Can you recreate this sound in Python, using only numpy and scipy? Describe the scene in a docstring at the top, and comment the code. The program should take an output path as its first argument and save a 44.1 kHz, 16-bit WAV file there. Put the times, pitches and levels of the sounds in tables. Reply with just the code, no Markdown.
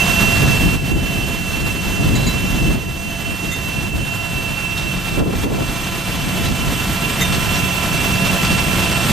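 """A belly-dump trailer empties gravel into a conveyor at a breezy outdoor work site.
Throughout, a diesel hums, a hydraulic pump whines through a steel frame, oil and fan hiss, and stones slide.
At first the machine is near, then it grows fainter while gusts rumble, stones squeak and clumps tumble.
Sharp wind buffets crowd together after five seconds. From about seven seconds a hollow boom fades in
as the hopper comes near, with more squeaks and clumps. The hum, pump and whine share one shaft rotation."""
import sys
import numpy as np
from scipy.fft import rfft, irfft, next_fast_len
from scipy.io import wavfile

SR = 44100
rng = np.random.default_rng(int(sys.argv[2]) if len(sys.argv) > 2 else 0)


def write(x):
    x = np.atleast_2d(x).T
    wavfile.write(sys.argv[1], SR, np.round(np.clip(x, -1, 1) * 32767).astype(np.int16))


N = 402191
T = np.arange(N) / SR  # time in seconds
HZ = np.maximum(np.fft.rfftfreq(next_fast_len(N, True), 1 / SR), 1)  # frequencies of the filters

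SHAFT_HZ, STROKES = 30.662, 11  # shaft turns per second, pump strokes per turn
# Machine loudness as the listener backs off along the trailer, then nears the hopper.
# Each row: time in seconds, level in dB.
MACHINE_LEVEL = [(0, -32), (.55, -34.5), (.95, -40), (2.6, -38.5), (3.4, -41), (5.5, -40.5), (6.4, -38),
                 (7.3, -35), (9.1, -33.5)]


def amp(db):
    """Turn decibels into a gain."""
    return 10 ** (np.asarray(db) / 20)


def curve(rows):
    """Join rows of (seconds, value) by straight lines."""
    return np.interp(T, *np.transpose(rows))


def unit(x):
    """Scale a sound to an rms (average strength) of 1."""
    return x / np.sqrt(np.mean(x ** 2))


def filtered(x, gain):
    """Apply a gain to each frequency of a sound."""
    size = next_fast_len(N, True)
    return irfft(rfft(x, size) * gain, size)[..., :N]


def colour(points):
    """Filter that gives white noise of rms 1 the spectrum in rows of (Hz, dB per Hz)."""
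    hz, db = np.transpose(points)
    return amp(np.interp(np.log(HZ), np.log(hz), db)) * np.sqrt(SR / 2)


def resonance(hz, width):
    """Filter of one ringing mode, with gain 1 at its centre; both settings in Hz."""
    return 1 / (1 + 1j * (HZ ** 2 - hz ** 2) / (HZ * width))


def walk(rate):
    """Smooth random drift of rms 1; a higher rate in Hz drifts faster."""
    return unit(filtered(rng.standard_normal(N), np.exp(-(HZ / rate) ** 2)))


def pan(right_db):
    """Left and right gains that average 1, the right one louder by right_db."""
    gains = amp(np.array([[-right_db], [right_db]]) / 2)
    return gains / gains.mean()


def spread(mid, side, side_db):
    """Make left and right from a common part and an opposed part."""
    return mid + amp(side_db) * side * np.array([[1], [-1]])


def air(side_db):
    """White noise that is partly alike in both channels."""
    return spread(*rng.standard_normal((2, N)), side_db)


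def burst(start, length, fade, t=T, rise=0.0026):
    """Loudness shape: a straight rise, a hold, then an exponential fade; all times in seconds."""
    t = (t - start).astype(np.float32)
    return np.clip(t / rise, 0, 1) * np.exp(-np.clip((t - length) / fade, 0, 50))


def wind(shelter_db=-4, boom_db=-5):
    """Eddies rumble and sharp buffets reach higher; engine drone and a hollow boom join near the hopper."""
    # Each row: frequency in Hz, rumble in dB per Hz against the strength below.
    rumble_spectrum = [(12, -61), (35, -20.5), (75, -23.5), (140, -23), (220, -27.5), (330, -33),
                       (500, -42.5), (1000, -53), (3000, -84)]
    # Gusts that swell and die away.
    # Each row: peak in seconds, level in dB before the swirls and trim below, half length in seconds.
    gust_rows = [(.25, -22, 0.39), (0.748, -15.5, 0.38), (2.14, -17, 0.46), (2.638, -18, .1),
                 (3.944, -22, 0.17), (4.85, -26, 0.072), (5.397, -22, 0.29), (6.53, -20, 0.24),
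                 (7.322, -21, 0.082), (8.22, -22, .2)]
    # Sharp buffets of air. Each row: start in seconds, level in dB, length in seconds.
    buffet_rows = [(2.19, -30, 0.018), (2.746, -20, .006), (3.427, -24, 0.012), (5.172, -17.5, 0.053),
                   (5.257, -20.5, 0.043), (5.325, -21, 0.016), (5.433, -19.5, 0.046), (5.501, -21, 0.044),
                   (5.577, -20.5, 0.046)]
    # Tone of a buffet, before its level is set. Each row: frequency in Hz, dB per Hz.
    buffet_spectrum = [(25, -14), (120, -3.5), (220, 1.5), (400, -3.5), (750, -12), (1400, -24.5),
                       (4000, -53)]
    # low rumble between gusts, and engine drone added near the hopper, both before the trim
    breeze_db, drone_db = -28, -20
    hopper_from_s, hopper_over_s = 7.02, 0.95
    eddy_db, eddy_hz, trim_db = 1.8, 7.7, -3.5

    close = np.clip((T - hopper_from_s) / hopper_over_s, 0, 1)
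    gust_power = sum((amp(db) * np.exp(-0.5 * ((T - peak) / half) ** 2)) ** 2
                     for peak, db, half in gust_rows)
    strength = np.sqrt(amp(breeze_db) ** 2 + gust_power + (amp(drone_db) * close) ** 2)
    # slow and fast swirls make the low sound uneven
    strength = strength * amp(eddy_db * walk(eddy_hz) + 1.7 * walk(24) + trim_db)

    rumble = filtered(air(side_db=-1.5), colour(rumble_spectrum)) * amp(shelter_db * close)
    boom = unit(filtered(air(side_db=-11.0), resonance(148, 120) ** 2)) * amp(boom_db) * close
    slap = unit(filtered(air(side_db=0.0), colour(buffet_spectrum)))
    slap_level = sum(amp(db) * burst(start, length, fade=0.017) for start, db, length in buffet_rows)
    return (rumble + boom) * strength + slap * slap_level


def rush(ripple=0.18):
    """Fan and oil noise: hiss that flickers in level, lifted by the frame near 3 kHz."""
    # Each row: frequency in Hz, dB per Hz against the machine, before the lift and comb below.
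    rush_spectrum = [(25, -22.5), (60, -16.5), (170, -12.5), (330, -22.5), (500, -26.5), (1000, -29.5),
                     (2100, -29.5), (2500, -33.5), (3300, -29), (4500, -37), (7200, -38.5), (10900, -42),
                     (11900, -36), (14000, -40.5)]
    body = 1 + 0.32 * np.abs(resonance(3080, 70))
    # each stroke hisses a little like the one before, which puts evenly spaced ripples in the treble
    treble = np.exp(-np.log(HZ / 7500) ** 2 / 0.35)
    comb = 1 + ripple * np.cos(2 * np.pi * HZ / (STROKES * SHAFT_HZ)) * treble
    flicker = amp(1.94 * walk(21))
    return filtered(air(side_db=-10.0) * flicker, colour(rush_spectrum) * body * comb) * pan(1.7)


def engine(angle):
    """Diesel firing hum: tones tied to the shaft, wavering in strength and timing."""
    # Each row: multiple of the shaft rate, middle level in dB against the machine.
    hum_rows = [(2.4, -2), (3.5, -2), (4.5, 0), (6, 3.5), (22.2, -8), (23.6, -12)]
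    unsteady = angle + 0.05 * walk(5)
    hum = sum(amp(db + 3 * walk(7)) * np.sin(multiple * unsteady) for multiple, db in hum_rows)
    return np.sqrt(2) * hum * pan(2.0)


def pump(angle, jitter=0.033, wobble=0.015, patchy_db=1.5, flutter=0.49, port_phase=0.49):
    """Pump strokes make a stack of harmonics; each shaft turn hurries and holds them a little."""
    # Levels against the machine, joined by straight lines between rows.
    # Each row: harmonic of the stroke rate, dB beside the trailer, dB at the hopper.
    pump_rows = [(1, -12, -8), (2, -3.5, -4), (3, -5.5, -2.5), (4, -7, -2), (5.1, -6, -8),
                 (6.03, -10, -13.5), (6.95, -10, -2.5), (9, 2, -1), (9.8, -28, -4.5), (11.9, -12, -16),
                 (14.2, -12, -13), (17.1, -12, -12), (18.32, -7.5, -10), (19.2, -8, -8.5), (20, -11, -14.5),
                 (24, -14.5, -13), (23.4, -8, -9.5), (25, -11, -7.5), (26, -8.5, -13), (26.8, -9.5, -11),
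                 (27.7, -20, -15), (30, -24, -29), (33, -19, -17), (34.3, -20, -18.5), (36, -12, -11),
                 (40.5, -24, -25)]
    # jitter, wobble and port_phase are in radians
    stroke = STROKES * angle + wobble * np.sin(angle) + jitter * walk(29)
    stroke = (stroke % (2 * np.pi)).astype(np.float32)
    harmonic, beside_db, hopper_db = np.transpose(pump_rows)
    slow, fast = np.arange(0, T[-1] + 1, 0.25), np.arange(0, T[-1] + 1, 0.012)  # steps in seconds
    hopper = np.clip((fast - 4.0) / 1.0, 0, 1)  # 0 beside the trailer, 1 at the hopper

    out = np.zeros((2, N))
    for k in np.arange(1, int(harmonic[-1]) + 1, dtype=np.float32):
        beside = np.interp(k, harmonic, beside_db)
        at_hopper = np.interp(k, harmonic, hopper_db)
        # pressure ripple makes the upper harmonics flutter most
        ripple = 1 + flutter * np.sqrt(k / 20) * rng.standard_normal(len(fast))
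        size = amp(beside + (at_hopper - beside) * hopper) * ripple
        # standing waves between the steel walls make every harmonic swell and fade
        swell = np.interp(fast, slow, amp(patchy_db * rng.standard_normal(len(slow))))
        size = np.interp(T, fast, size * swell)
        phases = rng.uniform(0, 2 * np.pi) + port_phase * rng.standard_normal((2, 1))
        out += size * np.sin(k * stroke + phases.astype(np.float32))
    # unequal pistons add a tone one shaft rate above some middle harmonics
    for k, db in [(7, -16.5), (9, -11), (10, -14.5)]:
        out += amp(db) * np.sin(k * stroke + angle)
    return np.sqrt(2) * out * pan(5.5)


def frame(angle, rough_db=-3.5, hopper_rough_db=8, throb=0.11, waver_db=0.84, waver_hz=11):
    """Steel sings with the pump's eighth harmonic; uneven strokes add a narrow noisy band around it."""
    # The frame beams its whine unevenly along the listener's path.
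    # Each row: time in seconds, level over the machine in dB.
    beam_rows = [(0, 13.5), (1.3, 11.5), (3.3, 10.5), (4.55, 15.5), (5.6, 6.5), (7.1, 5), (8.3, 10.5),
                 (9.1, 7.5)]
    tone = np.sqrt(2) * np.sin(8 * STROKES * angle)
    tone = tone * (1 + throb * np.sin(angle)) * pan(14.4)
    ring = unit(filtered(air(side_db=4.5), resonance(2692, 102) ** 2)) * pan(8.5)
    # at the hopper less of the clean tone arrives, so the whine flutters more
    rough = amp(rough_db + hopper_rough_db * np.clip((T - 4.8) / 1.2, 0, 1))
    whine = (tone + rough * ring) / np.hypot(1, rough)
    return whine * amp(curve(MACHINE_LEVEL) + curve(beam_rows) + waver_db * walk(waver_hz))


def squeaks():
    """Trapped stones drag on steel plates; the narrow modes ring on after the drag ends."""
    # Each row: start in seconds, level in dB, length in seconds, which plate.
    squeak_rows = [(2.152, -24, 0.016, "first"), (2.265, -22, 0.016, "first"), (3.513, -30, 0.03, "second"),
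                   (7.209, -21.5, 0.022, "second")]
    # Ringing modes of the two plates, by name.
    # Each row: frequency in Hz, width in Hz, dB against the squeak level.
    plate_modes = {"first": [(2120, 90, -9), (3970, 14, -2.5), (4650, 100, -9), (6630, 150, -7),
                   (7070, 63, -4), (7800, 62, -11)], "second": [(2000, 89, 1.5), (3640, 17, 1.5),
                   (6300, 30, -4), (7170, 93, -2), (10000, 180, -11), (12160, 100, -6)]}
    out, t = np.zeros(N), T[:SR // 2]
    for s, db, length, plate in squeak_rows:
        start = int(s * SR)
        for hz, width, mode_db in plate_modes[plate]:
            # stick and slip jolt the pitch every 64 samples, more in wide modes
            slip = np.repeat(rng.standard_normal(len(t) // 64 + 1), 64)[:len(t)]
            tone = np.sin(2 * np.pi * np.cumsum(hz + 9.0 * np.sqrt(width) * slip) / SR)
            shape = burst(0, length, fade=0.6 / width, t=t)
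            out[start:start + len(t)] += amp(db + mode_db) * shape * tone
    return out * pan(3.0)


def flow_db():
    """Gravel level in dB: the machine's nearness plus the changing flow."""
    # Each row: time in seconds, level of the sliding stones over the machine in dB.
    flow_rows = [(0, 3.5), (1.2, -0.5), (2.2, 2), (3.2, -0.5), (4.8, 4), (5.6, 4), (6.3, 2), (7.1, 1.5),
                 (7.9, 2.5), (9.1, 4)]
    return curve(MACHINE_LEVEL) + curve(flow_rows)


def ticks(per_s=14, size_db=1.0, db=-14):
    """Single larger stones tick against the chute, each with its own short ring."""
    out, t = np.zeros((2, N + 2048)), np.arange(2048) / SR
    for when, pitch, size, side in rng.random((int(per_s * T[-1]), 4)):
        hz = 3000 + 2600 * pitch
        tones = np.sin(2 * np.pi * hz * t) + 0.5 * np.sin(2 * np.pi * 1.8 * hz * t)
        ring = np.exp(-t / 0.006) * tones
        crack = 0.32 * np.exp(-t / 0.001) * rng.standard_normal(len(t))
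        level = amp(size_db * min(-np.log(1 - size), 2.5))  # a few stones are larger
        start = int(when * N)
        out[:, start:start + len(t)] += (ring + crack) * level * pan(6 * side - 1)
    return unit(out[:, :N]) * amp(flow_db() + db)


def gravel(grain_db=5.0, grains_per_s=5000):
    """Countless clicks slide in uneven surges; brighter clumps tumble and their largest stones ring."""
    # Sliding stones. Each row: frequency in Hz, dB per Hz against the flow level.
    stone_spectrum = [(150, -46), (600, -30), (1400, -31.5), (2300, -34.5), (3400, -33.5), (5000, -38),
                      (8000, -44.5), (13000, -59)]
    # Clumps tumbling against the chute.
    # Each row: start in seconds, level in dB, length in seconds, ring of the largest stone in Hz.
    clump_rows = [(2.226, -37, 0.016, 4100), (4.773, -32.5, 0.019, 3730), (5.74, -51, 0.017, 3720),
                  (6.45, -33, .02, 4000), (7.322, -30, 0.027, 3400), (7.535, -33, 0.043, 5800),
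                  (8.252, -39, 0.033, 3500), (8.329, -35, 0.013, 3330), (8.446, -30, 0.011, 4720),
                  (8.51, -33, .01, 4510), (8.82, -32, 0.022, 3310)]
    ring_db, clump_fade_s = 1, 0.013  # ring against its clump; how fast a clump settles
    clicks = (rng.random((2, N)) < grains_per_s / SR) * rng.choice([-1, 1], (2, N))
    clicks = clicks * amp(grain_db * np.minimum(rng.exponential(size=(2, N)), 3.5))
    # the hopper walls smear every click over a few milliseconds; only its phases change
    smear = rng.standard_normal(N) * np.exp(-np.minimum(T / 0.0015, 50))
    smear_phase = np.angle(rfft(smear, next_fast_len(N, True)))
    clicks = unit(filtered(clicks, np.exp(1j * smear_phase)))
    stones = filtered(spread(*clicks, side_db=-11), colour(stone_spectrum))

    bright = unit(filtered(stones, np.minimum(HZ / 5000, 1) ** 0.82))
    rattle = amp(ring_db) * np.sqrt(2) * walk(130)
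    tumbling = np.zeros((2, N))
    for start, db, length, hz in clump_rows:
        clump = bright + rattle * np.sin(2 * np.pi * hz * T)
        tumbling += amp(db) * burst(start, length, fade=clump_fade_s) * clump
    surges = amp(flow_db() + 1.35 * walk(26))
    return (stones * surges + tumbling) * pan(0.22)


def dips():
    """Gain of the brief dips as the wind strikes: a quick drop, a hold, an exponential return."""
    # Each row: start in seconds, depth in dB, seconds from start until recovery begins, recovery in seconds.
    dip_rows = [(0.75, -6.5, 0.059, .05), (0.913, -3.5, .04, .05), (2.744, -5, 0.15, 0.17),
                (3.876, -4.5, .03, 0.082), (5.195, -7, 0.095, 0.029), (5.448, -7.5, 0.039, 0.054)]
    return amp(sum(db * burst(s, hold, recovery, rise=0.024) for s, db, hold, recovery in dip_rows))


def scene(notch=0.75, hopper_notch=0.19, hunt_hz=0.012):
    """One slightly hunting shaft drives hum, pump and frame; gravel and wind lie over them."""
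    angle = 2 * np.pi * np.cumsum(SHAFT_HZ + hunt_hz * walk(1)) / SR
    machine = (pump(angle) + engine(angle) + rush()) * amp(curve(MACHINE_LEVEL))
    site = (machine + frame(angle) + gravel() + ticks() + squeaks()) * dips()
    # a narrow gap just above the whine sets it off from the noise; it partly fills in at the hopper
    depth = notch + (hopper_notch - notch) * np.clip((T - 4.8) / 1.2, 0, 1)
    gap_band = filtered(site, np.exp(-((HZ - 2880) / 95) ** 4))
    return site - depth * gap_band + wind()


def record(dry):
    """Stereo width changes with frequency: wider near 10 kHz, narrow above; little is heard over 14 kHz."""
    # Stereo width. Each row: frequency in Hz, gain of the left-right difference in dB.
    width_rows = [(30, -1), (120, 0), (250, 0), (600, 1), (4000, -2), (8500, 2), (10500, 13), (12500, -20)]
    top_hz = 14050
    hz, db = np.transpose(width_rows)
    side = filtered((dry[0] - dry[1]) / 2, amp(np.interp(np.log(HZ), np.log(hz), db)))
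    stereo = spread(dry.mean(axis=0), side, 0)
    return filtered(stereo, 1 / np.sqrt(1 + (HZ / top_hz) ** 500))


dry = scene()
out = record(dry)
write(out)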